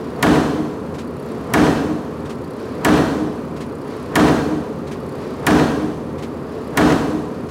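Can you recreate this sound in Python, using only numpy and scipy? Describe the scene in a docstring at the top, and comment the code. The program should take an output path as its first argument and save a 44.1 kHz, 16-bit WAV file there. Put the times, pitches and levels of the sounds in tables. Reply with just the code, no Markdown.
"""A hydraulic hammer drives a large steel pile, one blow every 1.31 s, heard from a nearby deck.
Each blow is a steel-on-steel crack, a clang from the pile head and a roll along the pile, almost the
same every time; the steel drones on between blows, and a loose part knocks on the later ones.
Valves clack as the ram is lifted and oil hisses as it nears the top.
Underneath, deck machinery rumbles and ticks."""
import sys
import numpy as np
from scipy import signal
from scipy.fft import rfft, irfft
from scipy.io import wavfile
from scipy.ndimage import uniform_filter1d, minimum_filter1d

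SR = 44100
rng = np.random.default_rng(int(sys.argv[2]) if len(sys.argv) > 2 else 0)


def store_pcm(level_fs):
    """Save levels as 16-bit WAV."""
    pcm = np.round(np.clip(level_fs, -1, 1) * 32767).astype(np.int16)
    wavfile.write(sys.argv[1], SR, np.atleast_2d(pcm).T)


N = 330750
TIME = np.arange(N) / SR
AGE = TIME[:65536]  # seconds since a hit

# Hammer blows, each with the stroke after it; the first lands before the start and is still droning:
# start_s, level_db, crack_db, oil_db, tick_peak_after_s
BLOW_CUES = [(-1.085, 0, 0, -2, .95), (.2249, .3, 0, -2, .97), (1.5352, .3, 0, 0, .95),
             (2.8457, .3, 0, 1, .93), (4.1536, .8, 1.5, 2, .93), (5.4648, .5, 2, -2.5, 1.19),
             (6.7709, .3, -.5, -3, .85)]
# First crack of steel on steel: freq_hz, level_db_per_hz
CRACK_SPECTRUM = [(150, -41), (700, -41), (2000, -42), (3700, -48.8), (6000, -54.5), (9000, -54.5),
                  (15000, -61.5)]
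# Short modes of the struck pile head: pitch_hz, level_db, t60_s
CLANG_MODES = [(145, -14, .14), (258, -10, .1), (430, -11, .1), (490, -18, .1), (716, -12, .11),
               (812, -18, .09), (968, -13, .085), (1128, -12, .085), (1270, -11, .08), (1425, -12, .075),
               (1572, -13, .07), (1700, -7, .06), (1870, -10.5, .055), (1970, -13, .035), (2197, -12, .055),
               (2365, -18.5, .05)]
# Long modes of the pile wall: pitch_hz, level_db, t60_s
WALL_MODES = [(79, -35, 4), (155, -29, 6), (178.5, -30, 1.8), (204, -26, 1.5), (235.5, -27, 6),
              (250.5, -22, 1.4), (269.5, -19, 1.1), (281, -20, 1.1), (390.5, -36, 6), (421, -26, 2),
              (433, -28, 2), (640, -29, 1.4), (662.5, -29, 1.4), (732.5, -26, 1.8), (951.5, -32, 1.3),
              (1002, -33, 1.3), (3013, -48, 1.4), (4352, -51, 1.6), (6060, -54, 2), (6290, -51, 1.8),
              (6440, -55, 2)]
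# Dense ringing of pile, crane and hull: freq_hz, level_db_per_hz
ROLL_SPECTRUM = [(22, -66), (42, -54), (68, -47.8), (105, -49.5), (145, -43.5), (200, -39.8), (280, -37),
                 (345, -44.5), (420, -40), (560, -48), (1000, -50), (1650, -55.5), (2150, -64), (4000, -67),
                 (6300, -73.5), (9500, -79.5), (13000, -87), (15500, -88.5)]
# Tail of that ringing, band by band: freq_hz, t60_s
ROLL_DECAY = [(100, 1.3), (400, 1.2), (1500, 1.04), (5000, 1.05), (12000, 1.15)]
# Low drone that outlasts each blow: freq_hz, level_db_per_hz
DRONE_SPECTRUM = [(30, -92), (52, -73), (78, -57), (110, -65), (155, -53), (200, -61), (240, -54),
                  (345, -58.5), (430, -53.5), (530, -60), (760, -72), (1050, -69), (2000, -88)]
# Slaps of the crack and clang off crane and hull: delay_s, level_db
ECHO_TAPS = [(.039, -12), (.078, -18), (.127, -15)]
# The falling ram rubbing in its housing: freq_hz, level_db_per_hz
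RAM_RUB_SPECTRUM = [(100, -52), (400, -54), (1000, -57), (1800, -69), (3500, -82), (8000, -93)]
# Knocks of a loose steel part: start_s, level_db
KNOCK_CUES = [(4.282, -3), (5.585, -5), (6.903, -3), (6.921, 0)]
# Colour of a knock: freq_hz, level_db_per_hz
KNOCK_SPECTRUM = [(500, -50), (1600, -49), (3000, -58.5), (6000, -67), (14000, -82)]
# The two valve clacks after every blow: delay_s, level_db
CLACK_CUES = [(.714, -4.5), (.757, .5)]
# Colour of a valve clack: freq_hz, level_db_per_hz
CLACK_SPECTRUM = [(300, -70), (1200, -70), (2200, -71), (4500, -77), (9000, -85), (15000, -99)]
# Rush of oil in the hoses: freq_hz, level_db_per_hz
OIL_SPECTRUM = [(500, -67), (1400, -75), (2600, -83.3), (4700, -86), (7000, -94.5), (14000, -108)]
# Steady bed of deck machinery: freq_hz, level_db_per_hz
RUMBLE_SPECTRUM = [(22, -97), (45, -80), (80, -62), (160, -58), (300, -58), (450, -62), (750, -71),
                   (1080, -68), (1500, -77), (2600, -86.7), (3800, -92), (4550, -90.5), (5800, -97),
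                   (10000, -100), (15500, -107)]
# Colour of a shaft tick: freq_hz, level_db_per_hz
TICK_SPECTRUM = [(2000, -99), (3600, -92), (4550, -79), (5500, -96), (8300, -89), (11000, -87),
                 (12500, -95), (15500, -101)]


def hammer():
    """The ram lands, and every blow sets off nearly the same crack, clang, roll and drone."""
    out = np.zeros(N)
    contact, body, hull = (noise(len(AGE)) for _ in range(3))
    resonances = steel_resonances(len(AGE), ripple_db=3.2, spacing_hz=30)
    clang = np.zeros(len(AGE))
    add(clang, .003, ring(CLANG_MODES) * swell(.004))
    wall = ring(WALL_MODES) * swell(.025) + wall_surges()
    handover = np.clip((1.42 - AGE) / .1, 0, 1)  # the tail fades out as the next blow takes over
    echo_lowpass = signal.butter(1, 5000, fs=SR, output="sos")
    for start_s, level_db, crack_db, _, _ in BLOW_CUES:
        rub = ram_rub()
        add(out, start_s + .004 - len(rub) / SR, rub)  # peaks right at the impact
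        attack = clang + undb(crack_db) * crack(contact)
        drone = colour(vary(hull, alike_hz=1200), DRONE_SPECTRUM) * swell(.05)
        tail = (roll(body, resonances) + wall + drone) * handover
        add(out, start_s, undb(level_db) * (attack + tail))
        echo = signal.sosfilt(echo_lowpass, attack)
        for delay_s, echo_db in ECHO_TAPS:
            add(out, start_s + delay_s, undb(level_db + echo_db) * echo)
    return out


def crack(pattern):
    """Steel meets steel: bending waves spread, so the treble arrives first and the lows a few ms later."""
    envelope = swell(.002) * (fade(.026, hold_s=.002) + undb(-15) * fade(.11))
    burst = colour(vary(pattern, alike_hz=5000) * envelope, CRACK_SPECTRUM)
    delay_s = .0036 / (1 + (bin_hz(len(burst)) / 3500) ** 2)
    lag_cycles = np.cumsum(delay_s) * SR / len(burst)
    return irfft(rfft(burst) * np.exp(-2j * np.pi * lag_cycles), len(burst))


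def ring(modes):
    """Struck steel rings as decaying sines, each in its own phase."""
    return sum(undb(level_db) * fade(t60_s) * np.sin(2 * np.pi * (pitch_hz * AGE + rng.random()))
               for pitch_hz, level_db, t60_s in modes)


def roll(pattern, resonances):
    """Countless modes stay fed while the wave runs up and down the pile, then fade band by band."""
    spectrum = resonances * rfft(colour(vary(pattern, alike_hz=2000), ROLL_SPECTRUM))
    centres_hz, t60s = np.transpose(ROLL_DECAY)
    log_hz = np.log(bin_hz(len(AGE)))
    out = np.zeros(len(AGE))
    for solo, t60_s in zip(np.eye(len(centres_hz)), t60s):
        crossover = np.interp(log_hz, np.log(centres_hz), solo)
        out += irfft(spectrum * crossover, len(AGE)) * fade(t60_s, hold_s=.125)
    return swell(.009) * out


def wall_surges(pitch_hz=305.5, first_peak_s=.101, round_trip_s=.278, trip_loss_db=5.5):
    """The strongest wall wave hums along the pile and surges twice, beating as it passes."""
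    half_width_s, beat_s, beat_depth = .062, .053, .3
    envelope = undb(-30) * swell(.025) * fade(t60_s=5)  # the hum under the surges
    for trip in range(2):
        since_s = AGE - first_peak_s - trip * round_trip_s
        surge = undb(-11.5 - trip * trip_loss_db) * np.exp(-(since_s / half_width_s) ** 2)
        beat = 1 - beat_depth * (1 - np.cos(2 * np.pi * since_s / beat_s))
        envelope += surge * beat
    return envelope * np.sin(2 * np.pi * pitch_hz * AGE)


def ram_rub():
    """The falling ram rubs in its housing: a short reverse swell into the hit."""
    return (colour(noise(len(AGE)), RAM_RUB_SPECTRUM) * fade(.28))[::-1]


def knocks():
    """A loose steel part rattles in short, dry bursts."""
    out = np.zeros(N)
    for start_s, level_db in KNOCK_CUES:
        burst = noise(len(AGE)) * swell(.001) * fade(.05)
        add(out, start_s, undb(level_db) * colour(burst, KNOCK_SPECTRUM))
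    return out


def hydraulics():
    """Valves clack twice in mid stroke, then oil rushes up and eases until the ram falls."""
    out = np.zeros(N)
    oil_peak_s = 1.07
    flow_db = crest_db(AGE - oil_peak_s, rise_db_per_s=115, sag_db_per_s=27)
    oil_envelope = undb(flow_db) * fade(.1, hold_s=1.31)
    clack_envelope = swell(.004) * fade(.15, hold_s=.012)
    for start_s, _, _, oil_db, _ in BLOW_CUES:
        hiss = oil_envelope * colour(noise(len(AGE)), OIL_SPECTRUM)
        add(out, start_s, undb(oil_db) * hiss)
        for delay_s, clack_db in CLACK_CUES:
            clack = clack_envelope * colour(noise(len(AGE)), CLACK_SPECTRUM)
            add(out, start_s + delay_s, undb(clack_db) * clack)
    return out


def deck_rumble():
    """Deck machinery rumbles through the steel, its level wavering slightly."""
    knots_s = np.arange(0, TIME[-1] + 1, .1)
    waver_db = .8 * np.interp(TIME, knots_s, noise(len(knots_s)))
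    spectrum = rfft(colour(noise(N), RUMBLE_SPECTRUM))
    resonances = steel_resonances(N, ripple_db=2.5, spacing_hz=45)
    return undb(waver_db) * irfft(spectrum * resonances, N)


def shaft_ticks(turn_hz=32.86, size=2048):
    """An uneven, squeaky tick once a shaft turn; each rub catches other resonances."""
    out = np.zeros(N)
    offset_s = (np.arange(size) - size / 2) / SR
    envelope = np.exp(-(offset_s / .005) ** 2)
    for centre_s in np.arange(.0133, TIME[-1], 1 / turn_hz):
        spectrum = rfft(colour(noise(size), TICK_SPECTRUM))
        rub = irfft(spectrum * steel_resonances(size, ripple_db=4.5, spacing_hz=300), size)
        gain = undb(tick_ride_db(centre_s) + 1.6 * rng.standard_normal())
        jitter_s = .001 * rng.standard_normal()
        add(out, centre_s + offset_s[0] + jitter_s, gain * rub * envelope)
    return out


def tick_ride_db(time_s, quiet_db=-10, loud_db=-1.5):
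    """Fader ride on the ticking: it swells late in every stroke and slowly sinks back."""
    swells_db = [crest_db(time_s - start_s - peak_after_s, rise_db_per_s=38, sag_db_per_s=7)
                 for start_s, _, _, _, peak_after_s in BLOW_CUES]
    return max(quiet_db, loud_db + max(swells_db))


def steel_resonances(size, ripple_db, spacing_hz):
    """Gain per bin: countless narrow resonances of the steel, scattered over the treble."""
    hz = bin_hz(size)
    knots_hz = np.arange(0, SR / 2, spacing_hz)
    depth_db = ripple_db * hz / (hz + 1000)
    ripple = np.interp(hz, knots_hz, noise(len(knots_hz)))
    trim_db = depth_db ** 2 / 13  # offsets the power that the peaks add
    return undb(depth_db * ripple - trim_db)


def vary(pattern, alike_hz):
    """A variation on a vibration: long waves repeat from blow to blow, short ones come out anew."""
    size = len(pattern)
    shared = 1 / (1 + (bin_hz(size) / alike_hz) ** 2)
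    return irfft(rfft(pattern) * np.sqrt(shared) + rfft(noise(size)) * np.sqrt(1 - shared), size)


def colour(white, curve):
    """EQ white noise to a curve of (freq_hz, level_db_per_hz), rolling off beyond both ends."""
    points_hz, points_db = np.transpose(curve)
    hz = bin_hz(len(white))
    gain = undb(np.interp(np.log(hz), np.log(points_hz), points_db))
    skirts = np.minimum(1, np.minimum(hz / points_hz[0], points_hz[-1] / hz)) ** 2
    return irfft(rfft(white) * gain * skirts, len(white)) * np.sqrt(SR / 2)


def swell(rise_s):
    """Attack envelope, building from silence."""
    return 1 - np.exp(-AGE / rise_s)


def fade(t60_s, hold_s=0):
    """Envelope that holds, then dies away."""
    return np.exp(-np.log(1000) * np.maximum(AGE - hold_s, 0) / t60_s)


def crest_db(since_peak_s, rise_db_per_s, sag_db_per_s):
    """Level that climbs to 0 dB at its peak, then sags."""
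    return np.minimum(rise_db_per_s * since_peak_s, -sag_db_per_s * since_peak_s)


def noise(size):
    """Unit white noise."""
    return rng.standard_normal(size)


def undb(db):
    """Decibels to gain."""
    return 10 ** (np.asarray(db) / 20)


def bin_hz(size):
    """Frequency of each bin, plus 1 Hz to stay clear of zero."""
    return np.fft.rfftfreq(size, 1 / SR) + 1


def add(out, start_s, sound):
    """Mix a sound in at its cue, trimming any overhang."""
    start = int(round(start_s * SR))
    first, end = max(start, 0), min(start + len(sound), len(out))
    if end > first:
        out[first:end] += sound[first - start:end - start]


def scene():
    """Mono mix: hammer up front, hydraulics and deck behind it."""
    return (hammer() + knocks() + hydraulics() + deck_rumble() + shaft_ticks())[None]


def record(dry):
    """A limiter holds down the peaks of the blows, then a steep low-pass cuts the top."""
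    ceiling, top_hz = .66, 15750
    needed_gain = np.minimum(1, ceiling / (np.abs(dry) + 1e-9))
    smooth_gain = uniform_filter1d(minimum_filter1d(needed_gain, size=121), size=121)
    lowpass = signal.ellip(8, .2, 70, top_hz, fs=SR, output="sos")
    return signal.sosfilt(lowpass, dry * smooth_gain)


dry = scene()
out = record(dry)
store_pcm(out)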